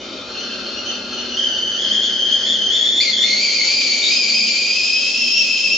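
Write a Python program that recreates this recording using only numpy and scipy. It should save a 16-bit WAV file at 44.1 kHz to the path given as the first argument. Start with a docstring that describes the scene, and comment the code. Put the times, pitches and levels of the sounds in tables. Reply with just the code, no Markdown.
"""In a kitchen, a stovetop kettle comes to the boil. Steam leaves the spout cap as a hissing jet whose
eddies excite a fluttering whistle near 3 kHz. As the jet speeds up and sheds eddies faster, the whistle
flips to a lower note with a strong octave, which climbs with the eddy rate. The metal shell colours
the sound, reflections from the hard walls smear it, and the stove rumbles softly underneath."""
import sys
import numpy as np
from scipy import signal
from scipy.fft import rfft, irfft, next_fast_len
from scipy.io import wavfile

SR = 44100
rng = np.random.default_rng(int(sys.argv[2]) if len(sys.argv) > 2 else 0)


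def wav_record(signal):
    """Record a signal, one row per channel, as 16-bit PCM in the file named by sys.argv[1]."""
    frames = np.transpose(np.atleast_2d(signal))
    bounded = np.clip(frames, -1, 1)
    # unit amplitude maps onto the largest positive 16-bit level
    quanta = np.round(bounded * 32767).astype(np.int16)
    wavfile.write(sys.argv[1], SR, quanta)


N = 254456
TIME = np.arange(N) / SR
BIN_HZ = np.fft.rfftfreq(1024, 1 / SR)
FRAME_TIMES = np.arange(N // 256 + 5) * 256 / SR
BAND_LIMIT_HZ = 8800

# Rumble of the stove and simmering water. Each row: frequency in Hz, relative level in dB.
RUMBLE_SPECTRUM = [(20, -31.5), (40, -20.5), (60, -2.5), (80, -10.5), (110, -7.5), (180, -12), (205, -4),
                   (300, -3), (365, 3), (470, -0.5), (530, 3.5), (655, -1.5), (690, -8.5), (1100, -13),
                   (3000, -23.5)]
# Course of the rumble. Each row: time in seconds, level in dB.
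RUMBLE_LEVELS = [(0, -37), (1.5, -36.5), (2.2, -37), (2.9, -37.5), (3.1, -38.5), (4, -38.5), (4.7, -41),
                 (5.66, -42.5), (5.74, -37.5)]
# Likeness of the rumble at the two ears. Each row: frequency in Hz, correlation from 0 to 1.
RUMBLE_COHERENCE = [(50, 0.95), (250, 0.99), (600, .97), (1200, 0.79), (3000, .7)]
# Faint drones of the stove. Each row: centre in Hz, half-width in Hz, level in dB.
STOVE_DRONES = [(265.6, 19, -45.5), (335, 7.9, -51.5), (370.1, 3.2, -48.5), (607, 2, -52.5), (757, 6, -55),
                (865, 5.3, -57)]
# The two lowest tones. Each row: pitch in Hz, relative resting level in dB.
HUM_TONES = [(208.7, -49), (240, -48.5)]
# Their swells. Each row: start in seconds, length in seconds, pitch of the tone in Hz, lift in dB.
HUM_LIFTS = [(.3, .55, 240, 7.5), (0.349, 0.43, 208.7, 8.5), (.85, 0.63, 240, 12.5), (.87, 0.37, 208.7, 6),
             (1.755, .35, 208.7, 7), (2.395, .47, 208.7, 11.5), (2.982, 0.7, 208.7, 8.5),
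             (4.239, 0.33, 208.7, 6.5), (4.28, 0.33, 240, 8.5), (5.1, 0.22, 240, 6.5)]
# Reverberation of the kitchen. Each row: frequency in Hz, time to decay by 60 dB in seconds.
REVERB_TIMES = [(300, 0.65), (2500, 0.29), (5000, 0.51), (8000, 0.17)]
# Resonances of the shell and spout. Each row: centre in Hz, bandwidth in Hz, gain in dB.
SHELL_MODES = [(2077, 87, 7), (2464, 13, 5.5), (2488, 18, -4), (2645, 18, 9.5), (3050, 66, 2),
               (3156, 42, 0), (3149, 29, 3), (3430, 12, -5.5), (3580, 32, 7), (4246, 34, 7), (4480, 50, -3),
               (4467, 31, 11.5), (4550, 8.8, 4.5), (5100, 35, 7), (5150, 99, -14), (6980, 77, 5.5)]
# Slow course of the jet. Each row: time in seconds, eddy rate in Hz, relative hiss level in dB.
JET_COURSE = [(0, 1240, -32.5), (.25, 1286, -35.5), (.34, 1409, -30), (1.35, 1395, -30.5),
              (1.39, 1532, -26), (1.775, 1512, -29), (1.82, 1624, -25), (2.69, 1632, -26),
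              (2.88, 1823, -26.5), (3.012, 1846, -28), (3.026, 2239, -23), (3.12, 2070, -26),
              (3.15, 1778, -29.5), (3.235, 1857, -23.5), (3.26, 2166, -23), (4.05, 2320, -23),
              (4.65, 2412, -23.5), (4.95, 2556, -23.5), (5.77, 2588, -24.5)]
# Surges of the boil. Each row: start in seconds, length in seconds, rise of the eddy rate in Hz.
BOIL_SURGES = [(1.372, .14, 123.9), (1.6, .13, 40.02), (1.795, .065, 130), (1.92, .075, 141),
               (2.02, .07, 119.5), (2.241, 0.0615, 50), (2.346, 0.0505, 45), (2.445, .135, 176.6),
               (2.714, .1, 115.4), (2.832, 0.05003, 82.7), (3.005, .085, 130.1), (3.395, .1, 184.2),
               (3.526, .08, 125.7), (3.659, .23, 115.6), (4.117, .05, 159.9), (4.166, .075, 165.1),
               (4.343, .06, 144.7), (4.449, .05, 129.5), (4.736, .08, 65), (5.168, .1, 120.1),
               (5.295, .15, 159.5), (5.603, .06, 66.1), (5.705, .11, 139.2)]
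# Hiss of a slow and of a fast jet. Each row: frequency in Hz, relative level in dB.
SLOW_JET_SPECTRUM = [(300, -21.5), (900, -11.5), (1300, -7), (1800, -5.5), (2050, -4.5), (2700, -7),
                     (3100, 9), (3300, 3.5), (3570, 5.5), (3900, -2), (4250, 3), (5500, -0.5), (6700, -8),
                     (7600, -26)]
FAST_JET_SPECTRUM = [(300, -38), (1000, -21), (1800, -17.5), (2200, -13), (2850, -4.5), (3140, 0.5),
                     (3400, -3), (3900, -1.5), (4500, -3.5), (5600, -3), (6600, -3), (7200, -13),
                     (7800, -8)]
# Humps in the hiss. Each row: multiple of the eddy rate, Gaussian width in Hz, unscaled height in dB.
EDDY_HUMPS = [(1.002, 236, 15), (1.478, 224.4, -3), (1.908, 173.7, 14.5), (3.02, 151, 8.5), (4.0, 307, 0.5)]
# Response of the first note to the jet. Each row: eddy rate in Hz, pitch in Hz, relative level in dB.
FIRST_NOTE_RESPONSE = [(1410, 2970, -54.5), (1495, 3020, -24), (1648, 3165, -20), (1859, 3470, -17.5),
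                       (2070, 3520, -36.5), (2250, 3700, -60.5)]
# Chirps of the first note, when the jet is too slow or too fast to hold it.
# Each row: start in seconds, length before the fall in seconds, pitch in Hz, relative level in dB.
FIRST_NOTE_CHIRPS = [(0, 0.0067, 2993, -31), (0.388, 0.033, 3000, -25.5), (0.76, 0.032, 2885, -29),
                     (0.848, 0.0448, 3052, -24.5), (0.932, 0.022, 2896, -30.5), (1.119, 0.027, 3010, -26),
                     (1.167, 0.025, 2962, -24), (1.281, 0.073, 2960, -25.5), (4.022, .045, 3817, -18.5)]
# Response of the second note. Each row: eddy rate in Hz, relative levels of note and octave in dB.
SECOND_NOTE_RESPONSE = [(1890, -54, -66.5), (1916, -39.5, -53), (2080, -26.5, -21.5), (2350, -23.5, -22),
                        (2380, -23, -18.5), (2720, -21, -19)]
# Treble response of the microphone. Each row: frequency in Hz, gain in dB.
MICROPHONE_RESPONSE = [(6900, -0.5), (7400, -3), (7750, -17), (8050, -28), (8400, -23.5), (8800, -24.5)]


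def gain_of(db):
    """Amplitude ratio for a level in decibels."""
    return 10 ** (np.asarray(db) / 20)


def unit_rms(x):
    """Normalises a signal to an rms of one."""
    return x / np.sqrt(np.mean(x ** 2) + 1e-20)


def spectrum_at(rows, hz):
    """Interpolates a spectrum on a logarithmic frequency axis."""
    frequencies, values = np.transpose(rows)
    return np.interp(np.log(hz + 1), np.log(frequencies + 1), values)


def follow(rows, at):
    """Interpolates a table's other columns along its first."""
    axis, *columns = np.transpose(rows)
    return [np.interp(at, axis, column) for column in columns]


def filtered(x, response):
    """Linear filtering: multiplies the spectrum of x by a frequency response."""
    size = next_fast_len(N + 4096)
    return irfft(rfft(x, size) * response(np.fft.rfftfreq(size, 1 / SR)), size)[..., :N]


def wander(rate_hz):
    """Random fluctuation of unit rms, low-passed at rate_hz."""
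    return unit_rms(filtered(rng.standard_normal(N), lambda f: 1 / (1 + (f / rate_hz) ** 4)))


def narrow_noise(hz, half_width_hz):
    """Noise of unit rms, concentrated in one resonance peak."""
    return unit_rms(filtered(rng.standard_normal(N), lambda f: 1 / (1 + ((f - hz) / half_width_hz) ** 2)))


def arch(t, start, length, skew=1):
    """Half-sine envelope; with skew below one it rises faster than it falls."""
    return np.sin(np.pi * np.clip((t - start) / length, 0, 1) ** skew)


def stove():
    """Partial coherence: a low rush, almost the same at both ears, with narrow-band drones."""
    def coherence(f):
        return spectrum_at(RUMBLE_COHERENCE, f)

    left, independent = rng.standard_normal((2, N))
    right = filtered(left, coherence) + filtered(independent, lambda f: np.sqrt(1 - coherence(f) ** 2))
    rush = filtered([left, right], lambda f: gain_of(spectrum_at(RUMBLE_SPECTRUM, f)) * (f < BAND_LIMIT_HZ))
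    envelope = gain_of(follow(RUMBLE_LEVELS, TIME)[0])
    drones = sum(gain_of(db) * narrow_noise(hz, half_width) for hz, half_width, db in STOVE_DRONES)
    return envelope * unit_rms(rush) + unit_rms(envelope) * drones


def hum(level_db=-1, waver=0.014, throb_db=3):
    """Slow frequency and amplitude modulation makes two low tones waver, swell and fade."""
    tones = np.zeros(N)
    for hz, rest_db in HUM_TONES:
        swell_db = sum(lift_db * arch(TIME, start, length)
                       for start, length, tone_hz, lift_db in HUM_LIFTS if tone_hz == hz)
        phase = 2 * np.pi * np.cumsum(hz * (1 + waver * wander(rate_hz=11.3))) / SR
        db = level_db + rest_db + swell_db + throb_db * wander(rate_hz=6.9)
        tones += np.sqrt(2) * gain_of(db) * np.sin(phase)
    return tones


def kitchen(x, direct_db=-2, coherence=0.48, balance_db=0.5, echo_count=1200):
    """Reverberation: dense wall reflections decay exponentially, partly shared by the two channels."""
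    # One reflection of random sign falls in each slot of 20 samples.
    delays = 90 + 20 * np.arange(echo_count) + rng.integers(0, 20, (2, echo_count))
    reflections = np.zeros((2, SR * 3 // 5))
    np.put_along_axis(reflections, delays, rng.choice([-1., 1.], delays.shape), 1)
    hz, t, spectra = signal.stft(reflections, SR, nperseg=256)
    decay = gain_of(-60 * t / spectrum_at(REVERB_TIMES, hz)[:, None])
    tails = signal.istft(spectra * decay, SR, nperseg=256)[1]
    left, independent = tails / np.linalg.norm(tails[0])
    right = coherence * left + np.sqrt(1 - coherence ** 2) * independent
    echoes = signal.fftconvolve(x[None], np.array([left, right]), axes=1)[:, :N]
    direct = gain_of(direct_db)
    mix = (direct * x + echoes) / np.sqrt(direct ** 2 + (1 + coherence) / 2)
    return mix * gain_of([[balance_db], [-balance_db]])


def shell(x):
    """Modal filtering: the metal body lifts or dips whatever passes over its resonances."""
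    return filtered(x, lambda f: 1 + sum((gain_of(db) - 1) / (1 + 2j * (f - hz) / width)
                                         for hz, width, db in SHELL_MODES))


def jet(t, lead_s=0.013):
    """Vortex shedding quickens with jet speed. Returns eddy rate, the surges' part of it, hiss level."""
    ahead = t + lead_s  # the jet changes before the room has filled with its new note
    steady_hz, hiss_db = follow(JET_COURSE, ahead)
    surge_hz = sum(rise * arch(ahead, start, length, skew=0.8) for start, length, rise in BOIL_SURGES)
    return steady_hz + surge_hz, surge_hz, hiss_db


def spout_ring():
    """Forced resonance: the spout murmurs above the climbing whistle, louder the faster the jet."""
    eddy_hz, _, _ = jet(TIME)
    db = np.interp(eddy_hz, [1920, 2592], [-53.5, -31.5])
    return gain_of(db) * narrow_noise(hz=3140, half_width_hz=55)


def steam_hiss(level_db=-2, flicker_db=2):
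    """Turbulence radiates broadband noise, humped near multiples of the eddy rate."""
    eddy_hz, _, hiss_db = jet(FRAME_TIMES[:, None])
    speed = np.clip((eddy_hz - 1580) / 700, 0, 1)
    colour_db = (1 - speed) * spectrum_at(SLOW_JET_SPECTRUM, BIN_HZ)
    colour_db += speed * spectrum_at(FAST_JET_SPECTRUM, BIN_HZ)
    hump_scale = np.interp(speed, [0, 1], [0.95, 0.52])  # a faster jet has flatter humps
    for multiple, width, hump_db in EDDY_HUMPS:
        colour_db += hump_scale * hump_db * np.exp(-0.5 * ((BIN_HZ - multiple * eddy_hz) / width) ** 2)
    magnitude = gain_of(colour_db) * (BIN_HZ < BAND_LIMIT_HZ)
    magnitude /= np.linalg.norm(magnitude, axis=1, keepdims=True)
    noise = rng.standard_normal(magnitude.shape) + 1j * rng.standard_normal(magnitude.shape)
    hiss = unit_rms(signal.istft((magnitude * noise).T, nperseg=1024, noverlap=768)[1][:N])
    db = level_db + np.interp(TIME, FRAME_TIMES, hiss_db[:, 0]) + flicker_db * wander(rate_hz=40)
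    return hiss * gain_of(db)


def flutter(pitch, sway, sway_hz, shiver, shiver_hz, throb_db):
    """Turbulence modulates a jet tone in frequency and amplitude. Returns phase and envelope."""
    hz = pitch * (1 + sway * wander(sway_hz) + shiver * wander(shiver_hz))
    envelope = unit_rms(gain_of(throb_db * wander(rate_hz=113)))
    return 2 * np.pi * np.cumsum(hz) / SR, envelope


def first_note(rise_s=0.01, fall_s=0.01826, sag_hz_per_s=596):
    """Mode locking: a range of eddy rates holds the note; outside it, chirps. Returns pitch and level."""
    pitch, db = follow(FIRST_NOTE_RESPONSE, jet(TIME)[0])
    for start, length, hz, peak_db in FIRST_NOTE_CHIRPS:
        age = TIME - start
        gate = np.clip(np.minimum(age / rise_s, 1 - (age - length) / fall_s), 0, 1)
        chirp_db = peak_db + 20 * np.log10(gate + 1e-9)
        pitch = np.where(chirp_db > db, hz - sag_hz_per_s * (age - length / 2), pitch)
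        db = np.maximum(db, chirp_db)
    return pitch, db


def first_whistle(level_db=-0.5):
    """Flow-excited resonance: clean with a clear octave while weak, unsteady when blown harder."""
    pitch, db = first_note()
    drive = np.clip((db + 27) / 7, 0, 1)
    shiver = np.interp(drive, [0, 1], [0.012, 0.022])
    phase, envelope = flutter(pitch, sway=0.00981, sway_hz=60.8, shiver=shiver, shiver_hz=186, throb_db=3.5)
    octave = gain_of(np.interp(drive, [0, 1], [-7, -17])) * np.sin(2 * phase)
    return gain_of(db + level_db) * envelope * np.sqrt(2) * (np.sin(phase) + octave)


def second_whistle(surge_db_per_hz=0.024, sputter_db=2):
    """Vortex tone: the pitch follows the eddy rate and steadies with speed; surges bring out the octave."""
    pitch, surge_hz, _ = jet(TIME)
    db, octave_db = follow(SECOND_NOTE_RESPONSE, pitch)
    shiver = np.interp(pitch, [2330, 2520], [0.021, 0.012])
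    phase, envelope = flutter(pitch, sway=0.00872, sway_hz=60, shiver=shiver, shiver_hz=177.3, throb_db=2)
    spurts_db = surge_db_per_hz * surge_hz + sputter_db * wander(rate_hz=24.9)
    harmonics_db = [db - 2.2, octave_db - 5 + spurts_db, db - 14]
    tone = sum(gain_of(level) * np.sin(k * phase) for k, level in enumerate(harmonics_db, start=1))
    return envelope * np.sqrt(2) * tone


def scene(stove_balance_db=0.27):
    """Superposition: the kettle and its reverberation add to the rumble of the stove."""
    background = (stove() + hum()) * gain_of([[stove_balance_db], [-stove_balance_db]])
    kettle = shell(first_whistle() + second_whistle() + steam_hiss()) + spout_ring()
    return background + kitchen(kettle)


def record(dry):
    """Low-pass filtering: the microphone's falling treble, then the band limit."""
    dulled = filtered(dry, lambda f: gain_of(spectrum_at(MICROPHONE_RESPONSE, f)))
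    low_pass = signal.firwin(511, BAND_LIMIT_HZ, window=("kaiser", 9), fs=SR)
    return signal.oaconvolve(dulled, low_pass[None], "same")


dry = scene()
out = record(dry)
wav_record(out)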